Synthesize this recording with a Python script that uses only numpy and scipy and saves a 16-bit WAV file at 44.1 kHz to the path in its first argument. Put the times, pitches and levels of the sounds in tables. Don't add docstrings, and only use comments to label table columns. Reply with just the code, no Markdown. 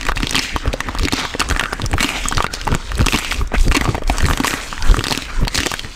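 import sys
import numpy as np
from scipy import signal
from scipy.fft import rfft, irfft, next_fast_len
from scipy.io import wavfile
from scipy.ndimage import uniform_filter1d, minimum_filter1d, map_coordinates

SR = 44100
rng = np.random.default_rng(int(sys.argv[2]) if len(sys.argv) > 2 else 0)


def voltage_ratio(decibels):
    exponent = np.asarray(decibels, float) / 20
    return 10 ** exponent


def wav_out(sig):
    wavfile.write(sys.argv[1], SR, np.round(np.clip(np.atleast_2d(sig).T, -1, 1) * 32767).astype(np.int16))


N = 262395


def unit(x):
    return x / np.sqrt(np.mean(x ** 2) + 1e-20)


def along(points, hz):
    f, v = np.transpose(points)
    return np.interp(np.log(hz + 1), np.log(f + 1), v)


def wobble(rate):
    knots = rng.standard_normal(int(N * rate / SR) + 4)
    return map_coordinates(knots, [np.arange(N) * rate / SR])


def coloured(x, spectrum):
    m = next_fast_len(N + 8192)
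    gain = voltage_ratio(along(spectrum, np.fft.rfftfreq(m, 1 / SR)))
    return irfft(rfft(x, m) * gain, m)[:N]


def placed(start_s, shapes):
    at = np.round(start_s * SR).astype(int)[:, None] + np.arange(shapes.shape[1])
    return np.bincount(np.clip(at, 0, N).ravel(), shapes.ravel(), N + 1)[:N]


def flat_bump(s, length_s):
    return np.exp(-(2 * (np.arange(N) / SR - s) / length_s) ** 4)


def swells(s, peak_db, rise_s, fall_s, rest_db):
    step = 32
    late = np.arange(0, N, step) / SR - s[:, None]
    slope = np.where(late < 0, late / np.abs(rise_s)[..., None], -late / np.abs(fall_s)[..., None])
    power = voltage_ratio(2 * (peak_db[:, None] + 20 * slope)).sum(axis=0) + voltage_ratio(2 * rest_db)
    return np.repeat(np.sqrt(power), step)[:N]


def wet_layer(spectrum, rate, spread_db, life_s, grain_share):
    size_db = np.minimum(spread_db * rng.exponential(size=N), 9)
    pops = (rng.random(N) < rate / SR) * voltage_ratio(size_db)
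    t = np.arange(SR // 100) / SR
    bursts = signal.fftconvolve(pops, np.exp(-t / life_s))[:N]
    flutter = voltage_ratio(2 * wobble(40))
    grain = 1 + grain_share * unit(bursts)
    return unit(coloured(grain * flutter * rng.standard_normal(N), spectrum))


def blips(count, centre_hz, spread, cycles):
    when, size = rng.random((2, count, 1))
    hz = centre_hz * np.exp(spread * rng.standard_normal((count, 1)))
    turns = hz * np.arange(round(6 * SR / 250)) / SR
    ring = -np.sin(2 * np.pi * turns) * turns * np.exp(-3 * turns / cycles)
    return unit(placed(when[:, 0] * N / SR, ring * (.25 + size) ** -.4))


def cavities(x):
    z = signal.stft(x, nperseg=512)[2]
    field = uniform_filter1d(rng.standard_normal(z.shape), size=3, axis=0)
    field = uniform_filter1d(field, size=24, axis=1)
    gain = unit(voltage_ratio(2.2 * unit(field)))
    return signal.istft(z * gain, nperseg=512)[1][:N]


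# [s, s].
WET_DIPS = [
    (0.137, 0.03),
    (1.087, 0.049),
    (2.483, 0.052),
    (3.48, 0.13),
    (3.695, 0.024),
    (4.036, 0.086),
    (5.462, 0.011),
]


def wet_dips():
    s, length_s = np.transpose(WET_DIPS)[:, :, None]
    return flat_bump(s, length_s).max(axis=0)


# [Hz, dB].
SMACK_SPECTRUM = [(200, 2.5), (260, 9.5), (350, 1.5), (700, -0.5), (1400, 4), (2500, -3.5), (4000, -19),
                  (8000, -63)]
FIZZ_SPECTRUM = [(800, -62), (2000, -4), (3500, -0.5), (5000, -3.5), (7000, -8.5), (11000, -27.5)]
HISS_SPECTRUM = [(3000, -30), (6000, 1), (8000, 1.5), (9500, -4.5), (11000, -22), (14000, -32)]
SPRAY_SPECTRUM = [(8000, -28), (10500, 3), (13000, 1), (15700, -7), (16300, -35)]
# [s, dB, dB, dB, s].
SQUEEZES = [(0, -34.5, -3.5, -12, 2.7), (.17, -48.5, 7.5, -6, 1.5), (.42, -35, 9.5, -9.5, 0.24),
            (.64, -31.5, -31, -15.5, 0.5), (.88, -31.5, -22, -14, 0.2), (1.052, -36.5, 11, -14, 0.34),
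            (1.187, -20, -4, -15, 0.2), (1.412, -29.5, -8, -6, 0.24), (1.51, -34, -9, 1.5, 1.64),
            (2.03, -25, -4, 0.5, 0.26), (2.1, -32, 0.5, -6.5, 1.5), (2.378, -40.5, -25, 2, 1.5),
            (2.54, -55, -7, 0, 23), (2.8, -42, 0.5, -9, 10), (3.102, -33, 1, 0, 1),
            (3.33, -32.5, -1, -7, 0.35), (3.556, -21, -15, 2.5, 0), (3.599, -47.5, 10, 1, -0.55),
            (3.77, -31, -8, -2.5, 1.1), (4.08, -33, -8.5, 3.5, 1.5), (4.3, -38, -11.5, 16, 0.4),
            (4.47, -28.5, -2.5, 1.5, 0.73), (4.849, -36, -1.5, 0, 1.5), (5.12, -33.5, 4, -7, 0.3),
            (5.28, -35, -18, -4, -1), (5.552, -33.5, 5.5, -6, 0.52), (5.7, -42.5, 2, 1.5, 0.7)]


def flesh():
    s, smack_db, fizz_db, hiss_db, drain_s = np.transpose(SQUEEZES)
    wring_s = 0.052
    low = swells(s, smack_db, wring_s, 0.88 * drain_s, rest_db=-57)
    mid = swells(s, smack_db + fizz_db, wring_s, drain_s, rest_db=-68)
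    high = swells(s, smack_db + fizz_db + hiss_db, wring_s, 0.5 * drain_s, rest_db=-54)

    smack = wet_layer(SMACK_SPECTRUM, rate=120, spread_db=4, life_s=.0015, grain_share=.3)
    squelch = 0.4 * blips(count=900, centre_hz=1400, spread=0.49, cycles=1.8)
    fizz = wet_layer(FIZZ_SPECTRUM, rate=150, spread_db=4, life_s=.0007, grain_share=.35)
    sizzle = 0.66 * blips(count=900, centre_hz=2850, spread=0.43, cycles=2.4)
    hiss = wet_layer(HISS_SPECTRUM, rate=150, spread_db=4, life_s=.0007, grain_share=.4)
    spray = wet_layer(SPRAY_SPECTRUM, rate=150, spread_db=4, life_s=.0007, grain_share=.5)

    muffle_db = (-5.5, -15.5, -13.5)
    low, mid, high = [low, mid, high] * voltage_ratio(np.outer(muffle_db, wet_dips()))
    pockets = cavities(low * (smack + squelch) + mid * (fizz + sizzle))
    return pockets + high * hiss + voltage_ratio(14) * high ** 1.634 * spray


# [s, dB, Hz].
FIBRES_FIRST = [(0.0114, -13, 3050), (0.0667, -8, 2640), (0.0785, -24, 2400), (0.1605, -16, 4720),
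                (0.2244, -18, 4630), (0.2437, -15, 2960), (0.3321, -7.5, 3900), (0.7359, -14, 3700),
                (0.9864, -12, 4000), (1.1387, -10, 4900), (1.167, -13, 3920), (1.1974, -10, 3080),
                (1.3014, -28, 3800), (1.4234, -12, 2530), (1.4885, -12.5, 6600), (1.5244, -14, 3180),
                (1.5723, -16, 5400), (1.612, -14, 2480), (1.734, -17, 7600), (1.8416, -21, 2950),
                (1.9138, -16, 7500), (2.005, 3, 2110), (2.0901, -6, 2580), (2.3137, -14, 4100),
                (2.3486, -13, 4430), (2.382, -19, 2750), (2.4247, -7.5, 3400), (2.533, -20, 4200),
                (2.55, -14, 4700), (2.6517, -20, 6200), (2.717, -15, 3330), (2.8936, -22, 2700),
                (2.9537, -16, 4040), (2.9747, -22, 6040), (2.9801, -14, 8200), (3.002, -15, 2560),
                (3.016, -13, 4290), (3.0264, -15, 2630), (3.0616, -5, 7500)]
FIBRES_LATE = [(3.1745, -6.5, 3580), (3.1927, -12, 7400), (3.247, -10, 2630), (3.311, -9.5, 3230),
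               (3.327, -8, 3170), (3.3386, -22, 2580), (3.3435, -13, 2680), (3.4743, -23, 5800),
               (3.5448, -18, 2460), (3.582, -15, 3200), (3.5967, -13.5, 3050), (3.6114, -18, 5060),
               (3.7252, -15, 4960), (3.759, -12, 2540), (3.8445, -14, 6000), (4.0354, -20, 3260),
               (4.0978, -4.5, 2650), (4.126, -21, 8630), (4.1717, -17, 5600), (4.2213, -15, 6560),
               (4.2716, -16, 7100), (4.3295, -12, 1800), (4.4584, -7.5, 3020), (4.8238, -12.5, 4650),
               (4.9128, -11, 3950), (4.9675, -12, 6040), (4.9916, -8.5, 2840), (5.0485, -18, 2660),
               (5.098, -10, 4700), (5.1032, -16, 3980), (5.1583, -15, 5340), (5.253, -16, 2840),
               (5.4505, -15, 2830), (5.546, -7.5, 4830), (5.5487, -10, 6500), (5.5528, -9, 4300),
               (5.5654, -14, 6350), (5.5764, -3, 4180), (5.581, -3, 4230), (5.6559, -14, 2800)]
LAG_S = .001


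def fibres():
    rows = list(FIBRES_FIRST) + list(FIBRES_LATE)
    return [(s + LAG_S, db + 0.19, hz, -5, -32) for s, db, hz in rows]


# [s, dB, Hz].
TICKS_FIRST = [(0.031, -10.5, 1880), (0.053, -8.5, 1910), (0.071, -16, 2620), (0.204, -8.5, 1480),
               (0.327, -9, 2420), (0.347, -2, 1980), (0.373, -8.5, 2480), (0.38, -6, 2330),
               (0.385, -1, 2480), (0.678, -10, 1470), (0.7315, -9, 2410), (0.951, -10, 1270),
               (1.034, -12.5, 4730), (1.191, -13, 3260), (1.251, -18, 880), (1.397, -3, 5280),
               (1.564, -7.5, 1800), (1.798, -12.5, 980), (1.932, -8, 1660), (2.009, 3, 2260)]
TICKS_TURNED = [(2.325, -3.5, 1550), (2.372, -6.5, 4440), (2.725, -11.5, 940), (2.994, -9, 1560),
                (3.009, -7, 1400), (3.098, -26, 3530), (3.134, -2, 2470), (3.161, -4, 2930),
                (3.188, -9.5, 6550), (3.541, -6, 720), (3.6824, -14, 4660), (3.777, -10, 1720),
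                (3.891, -11, 1170)]
TICKS_HELD = [(4.0775, -15.5, 4430), (4.206, -5.5, 1870), (4.244, -10, 1600), (4.264, -10.5, 6830),
              (4.229, -10, 1400), (4.286, -4, 1330), (4.301, -6.5, 1110), (4.335, -3, 1850),
              (4.438, -5, 1900), (4.509, -8.5, 2750), (4.728, -10.5, 1250), (4.899, -11, 1040),
              (4.97, -11, 1340), (5.009, -9.5, 1400), (5.069, -7, 3700), (5.084, -7.5, 4600),
              (5.105, -11.5, 940), (5.110, -2, 4120), (5.125, 2, 4070), (5.15, -6, 2540),
              (5.2227, -13, 3970), (5.557, -3.5, 4100), (5.5893, -7, 1700), (5.634, -6.5, 2750)]


def ticks():
    rows = list(TICKS_FIRST) + list(TICKS_TURNED) + list(TICKS_HELD)
    return [(s, db, hz, -8.5 + 7 * np.log2(hz / 2000), -12) for s, db, hz in rows]


# [s, dB, Hz].
POPS = [(0.087, -1, 1900), (0.095, -4, 1310), (.12, -2, 1440), (.295, -5.5, 3680), (1.416, 6, 1310),
        (1.512, -3, 1610), (1.658, -6.5, 1350), (1.731, -3.5, 1390), (1.982, -5, 1310), (2.405, 0, 1150),
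        (2.4666, -5.5, 2060), (2.615, -9.5, 3280), (2.677, -3, 840), (2.919, -8, 1280), (3.125, -2.5, 2530),
        (3.316, -5, 2050), (5.795, -5, 2800)]
DULL_SPLINTER_DB = -48


def pops():
    return [(*row, DULL_SPLINTER_DB, -41) for row in POPS]


# [s, dB, Hz].
SMACKS = [(0.088, -3, 1480), (0.17, -7, 1910), (0.364, 1, 2800), (0.395, -6, 1970), (0.656, -12, 576),
          (0.672, -14, 1430), (0.869, -18, 2050), (0.886, -8, 1140), (0.965, -21, 1500), (0.976, -13, 1460),
          (1.023, -19, 1600), (1.074, -9, 2140), (1.196, -19, 2340), (1.237, -14, 810), (1.252, -6, 970),
          (1.34, -9.5, 1940), (1.489, -12, 1480), (1.5217, -10, 1530), (1.5485, -15, 1400),
          (1.61, -4.5, 1410), (1.629, -12, 680), (1.6645, -19, 1360), (1.7248, -12, 1290), (1.84, -14, 585),
          (1.852, -12, 1140), (1.9895, -12, 2140), (1.998, -7, 1670), (2.312, -12.5, 770), (2.38, -3, 1380),
          (2.39, -13, 1230), (2.689, -15, 1400), (2.742, -10, 1420), (2.979, -19.5, 1400),
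          (3.015, -12.5, 594), (3.044, -15, 1330), (3.265, -20, 1920), (3.31, -13, 1990),
          (3.413, -13.5, 1120), (3.519, -14, 740), (3.82, -11, 786), (3.842, -15, 1220), (3.863, -18, 1220),
          (3.877, -13, 730), (3.946, -8, 820), (3.98, -9, 665), (4.02, -13.5, 636), (4.532, -10, 1370),
          (4.635, -16, 2000), (4.779, -15, 1950), (5.056, -12, 1620), (5.117, -7, 970), (5.302, -18, 1410),
          (5.432, -16.5, 895), (5.578, -10.5, 1680), (5.846, -14.5, 1910)]


def smacks():
    return [(s + LAG_S, db + 0.38, hz, -35, -21) for s, db, hz in SMACKS]


# [s, dB, Hz, dB].
SNAPS = [(.176, -6, 2620, -11), (0.271, -5.5, 3220, -5), (0.31, -3, 6260, -3.5), (0.355, 4, 3080, 1),
         (.393, 3, 4400, -3), (0.8058, -2.5, 1950, -6), (0.996, -13.5, 1170, 3.5), (1.085, -4.5, 2200, -2),
         (1.125, -3, 3620, -1), (1.404, 4.5, 2800, 0), (1.5965, 1.5, 1690, -1.5), (1.862, -6, 5650, -8),
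         (2.029, 8.5, 2820, 5), (2.286, 1, 6770, -26), (2.539, -3, 5370, -4.5), (3.085, -2, 2760, -1),
         (3.323, -5, 1420, -8), (3.748, 4.5, 2700, 11.5), (4.184, -3, 5800, -1), (4.256, -5, 2250, -16),
         (4.375, -12, 1790, 5.5), (4.446, 3.5, 990, 2.5), (4.48, -3, 1840, -3), (5.041, -6.5, 4240, 10),
         (5.481, -6.5, 4100, -2.5), (5.669, -13, 4100, 13), (5.717, -13.5, 1190, 8), (5.74, -2, 1510, -2)]


def snaps():
    return [(*row, -29) for row in SNAPS]


# [s, dB, Hz, dB, dB].
CRUSHES = [(0.232, -3.5, 2050, -9, -6), (1.053, -2.5, 3920, -6.5, -4.5), (1.134, -3, 1140, 4.5, -0.5),
           (1.501, -21, 2330, 19, 2), (1.638, -3.5, 1510, -8, -12), (1.939, -6.5, 760, -6, -13),
           (2.045, 2, 2780, -4, -6), (2.444, 0.5, 1400, -12, -11), (2.75, -15.5, 735, 11, 7),
           (3.067, -2, 1380, 1.5, -10.5), (3.143, 8.5, 2570, 4, -3), (3.715, -8.5, 1290, 3.5, -0.5),
           (3.721, -17, 2640, 12.5, 0), (3.767, 3.5, 2580, 10, -1), (3.8118, 0, 2000, -4.5, -8),
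           (3.855, -6, 1020, -17, -10), (4.099, -0.5, 677, -17, -9.5), (4.402, -4, 910, 4, 3),
           (4.472, -1.5, 2010, 0, -15), (4.539, -5, 1920, 0.5, -6.5), (5.176, -9, 3920, 3.5, -2.5),
           (5.604, -0.5, 3870, 3, -11), (5.662, -7.5, 1850, 6.5, -2)]


def crushes():
    return [tuple(row) for row in CRUSHES]


# [s, dB, Hz].
KNOCKS = [(0.563, -1, 1113), (.74, -6.5, 530), (0.891, -7.5, 1010), (1.351, -11, 500), (1.819, -9, 3500),
          (2.256, -7.5, 1280), (2.671, -10, 776), (3.953, -2, 823), (4.311, -0.5, 1630),
          (4.944, -4.5, 1310), (5.473, -9.5, 960)]


def knocks():
    return [(s, db, hz, DULL_SPLINTER_DB, -18 - db) for s, db, hz in KNOCKS]


# [Hz, dB].
SPLINTER_SPECTRUM = [(2500, -1.5), (5000, -9), (8000, -8), (10000, -17.5), (15700, -24), (16500, -39)]


def cracks():
    breaks = np.array(fibres() + ticks() + pops() + smacks() + snaps() + crushes() + knocks())
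    s, peak_db, ring_hz, splinter_db, thud_db = breaks.T[:, :, None]
    lead = np.arange(-SR // 100, SR // 25) / SR
    t = np.maximum(lead, 0)
    luck = rng.standard_normal((len(breaks), 6))
    noise = rng.standard_normal((len(breaks), 3, len(t)))

    swell_in = .22 * voltage_ratio(60 * np.minimum(lead, 0) / .008) * (lead < 0)
    u = t * np.minimum(ring_hz, 3500) * 5.2
    pull = -1.2 * u * (2 - 0.75 * u) * np.exp(-u)

    ring_s = (0.0016 + 7.4 / ring_hz) * np.exp(0.27 * luck[:, :1])
    drift = 0.07 * np.sqrt(ring_hz / 1000) * np.cumsum(noise[:, 2], axis=1)
    soft = 1 - np.exp(-4 * ring_hz * t)
    swing = np.sin(2 * np.pi * ring_hz * t + drift * (lead >= 0))
    ring = -soft * voltage_ratio(-40 * (t / ring_s) ** 0.9) * swing
    second_hz = np.minimum(ring_hz * 2.153 * np.exp(0.31 * luck[:, 1:2]), 9000)
    second = 0.31 * soft * voltage_ratio(-60 * t / ring_s) * np.sin(2 * np.pi * second_hz * t)

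    slow = uniform_filter1d(noise[:, 0], size=10, axis=1)
    slow = uniform_filter1d(slow, size=10, axis=1)
    ring_noise = 3 * slow * np.cos(2.4 * np.pi * ring_hz * lead)
    grit = (2 * swell_in + .55 * voltage_ratio(-60 * t / .007) * soft) * ring_noise
    body = voltage_ratio(peak_db + 0.25) * (pull + ring + second + grit)

    shower = .4 * swell_in + voltage_ratio(-40 * (t / .006) ** .7) * (lead >= 0)
    splinters = voltage_ratio(peak_db + splinter_db + 8.0) * noise[:, 1] * shower
    jaw_hz = 259 * np.exp(0.094 * luck[:, 2:3])
    jaw_t60_s = 0.03
    thud = -voltage_ratio(peak_db + thud_db + 2.0 - 60 * t / jaw_t60_s) * np.sin(2 * np.pi * jaw_hz * t)
    onset = s[:, 0] + lead[0] - .0005
    return placed(onset, body + thud) + coloured(placed(onset, splinters), SPLINTER_SPECTRUM)


# [Hz, s].
ROOM_T60 = [(200, 0.039), (2000, 0.056), (10000, 0.02)]


def room(x):
    hz, t, z = signal.stft(rng.standard_normal(SR // 2), SR, nperseg=256)
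    decay = voltage_ratio(-60 * t / along(ROOM_T60, hz)[:, None])
    tail = signal.istft(z * decay, SR, nperseg=256)[1]
    return signal.fftconvolve(np.pad(x, (60, 0)), tail / np.linalg.norm(tail))[:N]


def puffs(s, thump_db):
    luck = rng.standard_normal((len(s), 2))
    puff_hz = 92.7 * np.exp(.25 * luck[:, :1])
    turns = puff_hz * np.arange(-SR // 25, SR // 25) / SR
    swing = np.cos(2 * np.pi * turns + 2 * luck[:, 1:]) * np.exp(-2 * turns ** 2)
    return placed(s - 1 / 25, voltage_ratio(thump_db + 6)[:, None] * swing)


# [Hz, dB].
HEAVE_SPECTRUM = [(8, -72), (18, 2.5), (35, -1), (60, -6), (110, -27), (300, -69)]
RUMBLE_SPECTRUM = [(30, -54), (70, -4), (130, -3), (260, -8.5), (500, -14), (1500, -60)]
# [s, dB].
STROKES = [(.09, -21.5), (.19, -20), (.55, -27.5), (.68, -20), (.9, -33), (1, -18), (1.55, -20),
           (1.87, -24.5), (1.98, -17), (2.26, -23.5), (2.389, -19), (2.65, -25), (2.74, -19.5),
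           (2.951, -19), (3.04, -16), (3.42, -13), (3.61, -12.5), (3.7, -15), (3.84, -19.5), (3.94, -37),
           (4.103, -13), (4.23, -12.5), (4.32, -17.5), (4.831, -17.5), (4.899, -8.5), (5.419, -13)]
# [s, dB].
THUMPS = [(0.175, -26), (0.237, -21.5), (0.557, -25.5), (0.678, -18), (0.889, -21), (1.038, -15.5),
          (1.138, -26.5), (1.52, -17), (1.844, -19), (1.95, -16), (2.379, -17), (2.65, -28), (2.73, -12.5),
          (3.01, -13), (3.152, -24), (3.421, -22.5), (3.549, -24.5), (3.678, -18.0), (3.892, -14.5),
          (3.952, -21.5), (4.249, -15.5), (4.31, -17), (4.402, -24.5), (4.918, -15.5), (4.992, -16.5),
          (5.434, -13.5), (5.589, -20.5), (5.849, -28)]


def pushes():
    s, heave_db = np.transpose(STROKES)
    puff_s, thump_db = np.transpose(THUMPS)
    slow = swells(s, heave_db, rise_s=0.094, fall_s=0.066, rest_db=-37)
    quick = swells(puff_s, thump_db, rise_s=0.062, fall_s=0.039, rest_db=-43.5)
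    swing = signal.hilbert(coloured(rng.standard_normal(N), HEAVE_SPECTRUM), next_fast_len(N))[:N]
    even = swing.real / np.abs(swing) ** 0.5
    heave = unit(coloured(even, [(100, -18), (300, -14.5)]))
    flutter = voltage_ratio(2 * wobble(25)) * rng.standard_normal(N)
    rumble = unit(coloured(flutter, RUMBLE_SPECTRUM))
    lumps = unit(voltage_ratio(1.5 * wobble(20)))
    return lumps * (voltage_ratio(5.0) * slow * heave + voltage_ratio(-3) * quick * rumble) + puffs(puff_s, thump_db)


# [s, dB, Hz, s].
DRAUGHTS = [
    (0.465, -31, 2336, 0.23),
    (0.855, -34.5, 1923, 0.053),
    (1.606, -33, 1450, 0.18),
    (2.128, -28.5, 2524, 0.23),
    (3.255, -30, 2440, 0.19),
    (3.553, -24, 2177, 0.033),
    (4.6, -33.5, 2003, 0.16),
    (4.868, -30, 1400, .07),
]


def draughts():
    s, level_db, hz, length_s = np.transpose(DRAUGHTS)[:, :, None]
    t = np.arange(N) / SR
    width_hz = 790
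    lowpass = signal.butter(2, width_hz / SR, output="sos")
    blur = signal.sosfilt(lowpass, rng.standard_normal((2, N)))
    band = unit(blur[0]) * np.sin(2 * np.pi * hz * t) + unit(blur[1]) * np.cos(2 * np.pi * hz * t)
    return np.sum(voltage_ratio(level_db) * band * flat_bump(s, length_s), axis=0)


# [s, dB, Hz, s, oct/s].
SQUEAKS = [
    (1.636, -29, 1400, 0.32, 2),
    (2.526, -31.5, 1487, 0.11, 1.5),
    (2.594, -28, 1425, 0.053, 3),
    (2.719, -29, 1446, 0.061, -2),
    (4.81, -23.5, 1000, 0.029, 1),
    (4.822, -25, 1520, 0.03, .5),
    (5.334, -35, 1430, 0.088, 3.5),
    (5.363, -35.5, 1530, 0.043, 1),
    (5.387, -32, 990, 0.057, 1),
]


def squeaks():
    s, level_db, hz, length_s, glide = np.transpose(SQUEAKS)[:, :, None]
    t = np.arange(N) / SR
    waver = np.cumsum(.035 * wobble(70)) / SR
    phase = 2 * np.pi * hz * (t + waver + np.log(2) * glide * (t - s) ** 2 / 2)
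    rough = .45 + .85 * wobble(220)
    return rough * np.sum(voltage_ratio(level_db) * np.sin(phase) * flat_bump(s, length_s), axis=0)


def scene():
    bites = cracks()
    mouth = bites + flesh() + squeaks() + draughts()
    return (mouth + voltage_ratio(-11.5) * room(bites) + pushes())[None]


def top_cut(x):
    return signal.sosfilt(signal.butter(12, 16680, fs=SR, output="sos"), x)


def record(dry):
    needed = np.minimum(1, .96 / (np.abs(dry) + 1e-9))
    gain = uniform_filter1d(minimum_filter1d(needed, size=200), size=200)
    held = coloured(dry[0] * gain[0], [(15500, 0), (16050, -26), (16700, -45)])
    return top_cut(held[None])


dry = scene()
out = record(dry)
wav_out(out)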